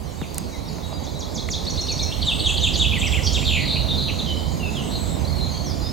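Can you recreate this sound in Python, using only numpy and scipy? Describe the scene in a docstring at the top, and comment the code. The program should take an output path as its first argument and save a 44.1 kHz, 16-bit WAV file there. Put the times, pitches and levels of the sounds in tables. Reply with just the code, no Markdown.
"""Birdsong by a pond

A songbird in the trees sings swoops, quick twits, down-slurs, then a raspy twitter; other birds add
fainter buzzes. Each note is a near-pure syrinx tone; an unsteady membrane adds rasp. More birds whistle,
pipe and warble farther off; branches, trunks and the wooded bank echo them all. Light wind rumbles,
mostly on the right of the microphone; the camera gives a few handling ticks and bumps."""
import sys
import numpy as np
from scipy import signal
from scipy.fft import rfft, irfft, next_fast_len
from scipy.io import wavfile
from scipy.ndimage import uniform_filter1d, map_coordinates

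SR = 44100
rng = np.random.default_rng(int(sys.argv[2]) if len(sys.argv) > 2 else 0)


def generate_wav(sig):
    """Save sig (samples, or channels by samples) to the path in sys.argv[1] as 16-bit PCM at SR."""
    pcm = np.round(np.clip(np.atleast_2d(sig).T, -1, 1) * 32767).astype(np.int16)
    wavfile.write(sys.argv[1], SR, pcm)


N = 261072


def near_birds():
    """Syllable runs, raspy chips, a trill and buzzes, then fainter buzzes from other birds."""
    # Steep fall, rising hook: t/s, f/Hz, relative level/dB
    swoop = [(0, 7630, -30), (.007, 7000, -5.5), (.014, 6400, 1), (.028, 4900, -2.5), (.043, 3225, -1.5),
             (.05, 3600, -1), (.06, 4110, 1.5), (.068, 4400, -13)]
    # Upward flick, hook, high downstroke: t/s, f/Hz, relative level/dB
    twit = [(0, 4204, -5), (.009, 6590, -19), (.012, 3320, -17), (.016, 3644, -6), (.024, 4280, -0.5),
            (.035, 4326, 0), (.042, 4250, -20), (.043, 7050, -22), (.048, 6620, -8), (.057, 5550, -2),
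            (.065, 5140, -24)]
    # Short chip, long flattening fall: t/s, f/Hz, relative level/dB
    slur = [(0, 3946, -6), (.006, 4617, -8.5), (.012, 3528, -3.5), (.017, 2910, -10.5), (.042, 4000, -32),
            (.049, 3876, -6.5), (.063, 3650, -4.5), (.075, 3390, 1.5), (.09, 2836, -7), (.107, 2576, -9),
            (.12, 2540, -29)]
    # High double upstroke: t/s, f/Hz, relative level/dB
    upstrokes = [(0, 6000, -2.5), (.024, 6670, -1.5), (.046, 7630, -1.5), (.05, 6290, -7), (.072, 7300, -5),
                 (.095, 7660, -10)]
    # Dip, rise, low drooping tail: t/s, f/Hz, relative level/dB
    dip = [(0, 3600, -16), (.005, 3444, -4), (.013, 2600, -12), (.021, 2247, -12.5), (.03, 2620, -8),
           (.038, 3110, -7.5), (.045, 2450, -22), (.056, 2170, -14), (.072, 1920, -18.5)]
    # Stuttering fall: scene t/s, f/Hz, relative level/dB
    fall = [(3.445, 4100, -27.5), (3.476, 3890, -20), (3.492, 3336, -18), (3.529, 2855, -23),
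            (3.575, 2480, -23), (3.625, 2240, -30.5), (3.65, 2070, -34)]
    # Quick strokes up or down: t/s, length/s, start f/Hz, end f/Hz, relative level/dB
    chips = [(2.113, 0.022, 2480, 4200, -26), (2.245, .042, 8400, 6300, -35.5),
             (2.535, .037, 3590, 3100, -23.5), (2.73, .036, 4890, 3770, -22),
             (2.98, 0.042, 8200, 6170, -32.5), (3.064, .021, 5860, 4970, -26.5),
             (3.243, 0.032, 6600, 5570, -26.5), (3.265, 0.018, 3450, 3250, -21),
             (3.322, 0.02, 5300, 7440, -24.5), (3.338, .046, 4120, 2334, -19.5),
             (3.415, .035, 1950, 3000, -32), (3.753, 0.023, 3090, 2380, -23.5),
             (3.97, 0.035, 4450, 3690, -22), (4.07, .04, 3250, 2240, -26), (4.183, 0.0294, 4160, 3390, -23)]
    # Raspy held notes: t/s, length/s, f/Hz, relative level/dB
    buzzes = [(2.86, 0.045, 3420, -25), (3.226, 0.062, 5510, -26), (3.258, 0.028, 4700, -19),
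              (3.55, 0.317, 4150, -25.5), (3.665, 0.084, 3880, -23.5), (3.875, 0.076, 3720, -22.5),
              (3.985, .12, 4034, -24.5), (4.51, .054, 6900, -40.5), (4.69, 0.093, 6850, -43),
              (4.897, 0.09, 4134, -29)]
    song = syllable_run(swoop, start_s=1.029, count=4, period_s=0.1557, db=-36, step_db=4,
                        rasp=0.018, pitch=1.03, sag=0.00794)
    song += syllable_run(twit, start_s=1.652, count=4, period_s=0.109, db=-21, step_db=1.22,
                         rasp=0.0082, pitch=1.003, seesaw=0.0177)
    song += syllable_run(slur, start_s=2.217, count=4, period_s=0.1765, db=-15, step_db=0.4,
                         rasp=0.012, rasp_step=0.0062, pitch=1.016, sag=0.00506)
    song += syllable_run(upstrokes, start_s=2.458, count=3, period_s=0.146, db=-30, step_db=0.5,
                         rasp=0.056)
    song += syllable_run(dip, start_s=2.908, count=3, period_s=0.106, db=-13, step_db=0.05,
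                         rasp=0.027, pitch=1.014)
    mix_at(song, fall[0][0], trill(fall))
    song += slides(chips, mid_share=0.48, rasp=0.056)
    return song + held_notes(buzzes, sag=0.0052, rasp=0.053)


def syrinx(hz, gain, rasp, flutter_hz=900, overtone_db=-33):
    """Near-pure whistle; an unsteady membrane shakes pitch (by the fraction rasp) and level."""
    shaken_hz = hz * (1 + rasp * wobble(flutter_hz, len(hz)))
    phase = 2 * np.pi * np.cumsum(shaken_hz) / SR
    shake = unit_rms(amp(45 * rasp * wobble(flutter_hz / 2, len(hz))))
    return gain * shake * (np.sin(phase) + amp(overtone_db) * np.sin(2 * phase))


def syllable_run(syllable, start_s, count, period_s, db, step_db, rasp,
                 rasp_step=0, pitch=1, sag=0, seesaw=0):
    """Evenly paced repeats; level, rasp and pitch ratio step each time, and pitch may seesaw."""
    track = np.zeros(N)
    hz, gain = contour(syllable)
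    for k in range(count):
        ratio = pitch - k * sag + seesaw * (-1) ** k
        note = syrinx(hz * ratio, gain * amp(db + k * step_db), rasp + k * rasp_step)
        mix_at(track, start_s + k * period_s, note)
    return track


def trill(syllable, rate_hz=68, depth=0.12, pulse_db=2):
    """One note broken into quick, uneven downward flicks."""
    hz, gain = contour(syllable)
    flick_hz = rate_hz * (1 + 0.22 * wobble(45.2, len(hz)))
    phase = 2 * np.pi * np.cumsum(flick_hz) / SR
    flicks = 1 - depth * signal.sawtooth(phase, width=0.85)
    return syrinx(hz * flicks, gain * amp(-pulse_db * np.cos(phase)), rasp=0.036)


def glides(notes):
    """Notes that swell and fade while pitch follows a parabola through three points."""
    track = np.zeros(N)
    for start_s, length_s, start_hz, mid_hz, end_hz, db, rasp in notes:
        u = np.linspace(0, 1, round(length_s * SR))
        hz = start_hz * (1 - u) * (1 - 2 * u) + 4 * mid_hz * u * (1 - u) + end_hz * u * (2 * u - 1)
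        arch = np.sin(np.pi * u)
        swell = arch * np.sqrt(2 / (1 + arch ** 2))  # soft ends, broad top
        mix_at(track, start_s, syrinx(hz, amp(db) * swell, rasp))
    return track


def slides(notes, mid_share, rasp):
    """Notes sliding between two pitches, mid_share of the way there at half time."""
    return glides((start_s, length_s, from_hz, from_hz + mid_share * (to_hz - from_hz), to_hz, db, rasp)
                  for start_s, length_s, from_hz, to_hz, db in notes)


def held_notes(notes, sag, rasp):
    """Near-level notes, sinking from the fraction sag above pitch to sag below."""
    return glides((start_s, length_s, hz * (1 + sag), hz, hz * (1 - sag), db, rasp)
                  for start_s, length_s, hz, db in notes)


def far_birds():
    """Birds farther off: whistles, pipes, a fading run of tinks and a warble."""
    # Slides that level off: t/s, length/s, start f/Hz, end f/Hz, relative level/dB
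    whistles = [(.214, 0.04, 4100, 2030, -36.5), (.53, 0.038, 2360, 1985, -39),
                (.672, 0.033, 6020, 4150, -32.5), (1.862, .08, 3560, 2230, -35),
                (2.003, 0.041, 2485, 2230, -35), (2.05, .086, 2520, 2740, -42),
                (4.253, 0.088, 3246, 2976, -24), (4.59, .11, 2940, 2570, -28.5),
                (4.739, .085, 3800, 2730, -27.5), (5.49, .075, 7100, 6000, -36.5),
                (5.63, 0.12, 6810, 4570, -30.5), (5.805, 0.14, 4780, 5240, -29)]
    # Pure, steady notes: t/s, length/s, f/Hz, relative level/dB
    pipes = [(.515, 0.051, 3894, -35.5), (.824, 0.045, 3860, -33), (.92, 0.062, 4790, -37),
             (.93, 0.11, 3890, -44), (1.13, .072, 3900, -36), (4.21, 0.032, 3980, -23.5),
             (4.39, 0.075, 2120, -43), (5.365, 0.054, 2890, -47), (5.395, 0.065, 4100, -27),
             (5.53, 0.058, 3240, -43), (5.83, 0.063, 3660, -40)]
    # Small falling syllable: t/s, f/Hz, relative level/dB
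    tink = [(0, 5220, -10), (.018, 5040, -1.5), (.048, 4550, -6)]
    calls = slides(whistles, mid_share=0.7, rasp=0.015)
    calls += held_notes(pipes, sag=0.001, rasp=0.0018)
    calls += syllable_run(tink, start_s=4.264, count=6, period_s=0.099, db=-37, step_db=-0.6, rasp=0.005)
    return calls + warble()


def warble(start_s=5.245, count=14, period_s=0.027, note_s=0.0159, centre_hz=4200, db=-30):
    """A far bird's babble: tiny notes darting up or down around one pitch."""
    late, high, slope, loud = rng.standard_normal((count, 4)).T
    hz = centre_hz * np.exp(0.055 * high)
    bend = np.exp(0.048 * slope)
    onsets_s = start_s + period_s * (np.arange(count) + late / 10)
    notes = zip(onsets_s, np.full(count, note_s), hz * bend, hz / bend, db + 2 * loud)
    return slides(notes, mid_share=0.515, rasp=0.013)


def distant_birds():
    """Birds deep in the wood: three bands of chirps and a few lisps."""
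    # Thin, very high notes: t/s, length/s, f/Hz, relative level/dB
    lisps = [(1.58, 0.97, 8200, -53.5), (2.25, 0.31, 8120, -41), (2.96, .18, 7630, -37.5),
             (3.1, 0.067, 7370, -34), (3.32, 0.14, 7400, -36.5), (3.44, 0.14, 7110, -36.5),
             (4.06, .21, 6130, -45), (4.8, 0.15, 7940, -41.5), (4.95, 0.2, 7790, -39)]
    chirps = chorus(centre_hz=4200, db=-46.5, count=150)
    chirps += chorus(centre_hz=6500, db=-49, count=170)
    chirps += chorus(centre_hz=2400, db=-55.5, count=70)
    return chirps + held_notes(lisps, sag=0.012, rasp=0.0285)


def chorus(centre_hz, db, count, note_s=0.05, rasp=0.0227, swell_db=2.5):
    """Faint, mostly falling chirps at irregular times, slowly growing louder."""
    late, high, slope, long, loud = rng.standard_normal((count, 5)).T
    progress = np.abs(np.arange(count) + late / 2) / count
    lengths_s = note_s * np.exp(long / 3)
    hz = centre_hz * np.exp(0.11 * np.clip(high, -2, 2))
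    bend = np.exp(0.05 * (0.5 + slope))
    levels_db = db + loud + swell_db * (progress - 0.5)
    onsets_s = progress * N / SR
    return glides(zip(onsets_s, lengths_s, hz * bend, hz, hz / bend, levels_db, np.full(count, rasp)))


def woods(calls, branches_db, trunks_db, bank_db, branches_t60_s=0.15, bank_s=0.046, smear_s=0.003):
    """Branches blur each note, the bank returns one echo, trunks scatter a long tail."""
    # Decay among the trunks: f/Hz, t60/s
    trunks_t60 = [(1000, 0.18), (4000, 1), (8000, 0.65), (14000, 0.45)]
    t = np.arange(SR) / SR
    hz, frames_s, spectra = signal.stft(rng.standard_normal((3, SR)), SR, nperseg=256)
    decay = amp(-60 * frames_s / log_interp(trunks_t60, hz)[:, None])
    trunks = signal.istft(spectra * decay, SR, nperseg=256)[1][:, :SR]
    branches = rng.standard_normal((3, SR)) * amp(-60 * t / branches_t60_s)
    bank = rng.standard_normal((3, SR)) * np.exp(-0.5 * ((t - bank_s) / smear_s) ** 2)
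    response = amp(branches_db) * unit_rms(branches) + amp(trunks_db) * unit_rms(trunks)
    response += amp(bank_db) * unit_rms(bank)
    echoes = signal.fftconvolve(calls[None], response / np.sqrt(SR), axes=1)[:, :N]
    return echoes[0] + 0.42 * echoes[1:]  # two close capsules share most echoes


def handling():
    """Short bursts of contact noise, each in a resonance of the camera body."""
    # Ticks and bumps: t/s, level/dB, resonance f/Hz, width/Hz, contact t60/s, left over right/dB
    contacts = [(.215, -27, 786, 1200, 0.016, -10), (.219, -18.5, 183, 169, 0.039, 6),
                (.345, -26, 7350, 7000, 0.011, -3), (.355, -36, 7000, 8000, .01, -5),
                (.382, -15.5, 7060, 6000, .011, -4), (.382, -30.5, 1800, 2500, 0.017, -6),
                (.784, -27, 690, 596, 0.014, -1), (.926, -22.5, 664, 400, 0.016, -3),
                (1.488, -25, 2260, 700, 0.016, 4), (1.488, -25, 900, 3200, 0.011, 7)]
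    track = np.zeros((2, N))
    t = np.arange(SR // 10) / SR
    for start_s, db, centre_hz, width_hz, t60_s, left_db in contacts:
        def body(hz):
            return (1j * hz * width_hz / (centre_hz ** 2 - hz ** 2 + 1j * hz * width_hz)) ** 2
        decay = amp(db - 60 * t / t60_s)
        contact = rng.standard_normal(len(t)) * decay
        tick = unit_rms(filtered(contact, body)) * np.std(decay)
        mix_at(track, start_s, pan(left_db) * tick)
    return track


def wind():
    """Low buffeting on the microphone, a soft rush over the pond, a fine hiss of leaves."""
    # Gusts on the microphone: t/s, relative level/dB
    gusts = [(0, -37), (1.4, -33.5), (1.95, -28), (2.3, -30), (2.9, -25), (3.9, -27), (4.25, -32.5),
             (4.5, -29), (5, -30), (5.15, -27), (5.92, -29.5)]
    # Breeze strength: t/s, rush level/dB, hiss level/dB
    breeze = [(0, -39, -48.5), (.4, -36, -47.5), (1.3, -35, -48.5), (2, -33, -44.5), (3.3, -32, -41.5),
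              (4.3, -32.5, -45), (5.1, -31.5, -43.5), (5.92, -33, -46.5)]
    # Buffet spectrum: f/Hz, relative density/dB
    buffet_shape = [(13, -48), (22, -17), (46, -4), (75, 3.5), (92, 1.5), (113, -10), (140, -6.5),
                    (220, -16.5), (290, -15.5), (480, -120)]
    # Rush spectrum: f/Hz, relative density/dB
    rush_shape = [(76, -25), (130, -1), (197, -4), (361, -10.5), (647, -12.5), (1060, -19), (1580, -31),
                  (1800, -30.5), (2340, -29), (3960, -120)]
    # Leaf hiss spectrum: f/Hz, relative density/dB
    hiss_shape = [(900, -16), (1500, 1.5), (2200, 2.5), (4000, 9), (5300, 2.5), (7000, 1.5), (9000, -1),
                  (12000, -3), (16000, -4)]
    gust_db, = curves(gusts)
    rush_db, hiss_db = curves(breeze)
    buffet_db = gust_db + 0.58 + 1.15 * wobble(rate_hz=15)
    buffet = amp(buffet_db) * air_noise(buffet_shape, coherence=0.5, left_db=-18, patch_db=-0.13)
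    rush = amp(rush_db) * air_noise(rush_shape, coherence=0.44, left_db=-5.5, patch_db=1.01, lead_rad=1.57)
    hiss = amp(hiss_db) * air_noise(hiss_shape, coherence=0.4, left_db=0.5, patch_db=2.3)
    return buffet + rush + hiss


def air_noise(spectrum, coherence, left_db, patch_db, lead_rad=0):
    """Stereo noise with drifting patches of gain; mid rms 1, left phase ahead by lead_rad."""
    spectra = signal.stft(rng.standard_normal((2, N)), nperseg=512)[2]
    patches = uniform_filter1d(rng.standard_normal(spectra.shape[1:]), size=6, axis=0)
    patches = unit_rms(uniform_filter1d(patches, size=14, axis=1))
    mid, side = signal.istft(spectra * amp(patch_db * patches), nperseg=512)[1][:, :N]
    width_rad = np.arccos(coherence) / 2
    stereo = pan(left_db) * (np.cos(width_rad) * mid + np.sin(width_rad) * np.array([side, -side]))
    phase_shift = np.exp(1j * np.array([[lead_rad], [0]]))
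    stereo = filtered(stereo, lambda hz: amp(log_interp(spectrum, hz)) * phase_shift)
    return stereo / np.std(stereo.mean(axis=0))


def contour(syllable):
    """Per-sample pitch/Hz, corners rounded, and gain."""
    knots_s, hz, db = np.transpose(syllable)
    t = np.arange(knots_s[0], knots_s[-1], 1 / SR)
    return uniform_filter1d(np.interp(t, knots_s, hz), size=90), amp(np.interp(t, knots_s, db))


def curves(rows):
    """Per-sample curve for each column after t/s."""
    knots_s, *columns = np.transpose(rows)
    return [np.interp(np.arange(N) / SR, knots_s, column) for column in columns]


def log_interp(points, hz):
    """Interpolate (f/Hz, value) points on a log frequency axis."""
    knots_hz, values = np.transpose(points)
    return np.interp(np.log(hz + 1), np.log(knots_hz + 1), values)


def wobble(rate_hz, size=N):
    """Smooth random curve, rate_hz knots a second."""
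    knots = rng.standard_normal(size // 8 + 4)
    return map_coordinates(knots, [np.arange(size) * rate_hz / SR], mode="mirror")


def filtered(x, response):
    """Apply response(f/Hz) by FFT."""
    size = next_fast_len(x.shape[-1] + 8192)
    hz = np.fft.rfftfreq(size, 1 / SR)
    return irfft(rfft(x, size) * response(hz), size)[..., :x.shape[-1]]


def amp(db):
    """Decibels to gain."""
    return 10 ** (np.asarray(db) / 20)


def unit_rms(x):
    """Scale to rms 1."""
    return x / np.sqrt(np.mean(x ** 2) + 1e-20)


def pan(left_db):
    """Left and right gains; negative left_db leans right."""
    return amp(np.array([[left_db], [-left_db]]) / 2)


def mix_at(track, start_s, sound):
    """Add a sound in place, cut at the track's end."""
    part = track[..., max(0, round(start_s * SR)):][..., :sound.shape[-1]]
    part += sound[..., :part.shape[-1]]


def scene():
    """Near, far and distant birds among the trees, over handling ticks and wind."""
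    near, far, distant = near_birds(), far_birds(), distant_birds()
    birds = amp(-2) * near + woods(near, branches_db=-5.5, trunks_db=-6.5, bank_db=-14)
    birds += amp(-4.5) * far + woods(far, branches_db=-9.5, trunks_db=-7, bank_db=-20)
    birds += woods(distant, branches_db=-3.5, trunks_db=-2, bank_db=-27)  # echoes only
    return pan(left_db=-0.78) * birds + handling() + wind()


def record(dry, limit_hz=15850):
    """The camera passes nothing above its band limit."""
    return filtered(dry, lambda hz: hz < limit_hz)


dry = scene()
out = record(dry)
generate_wav(out)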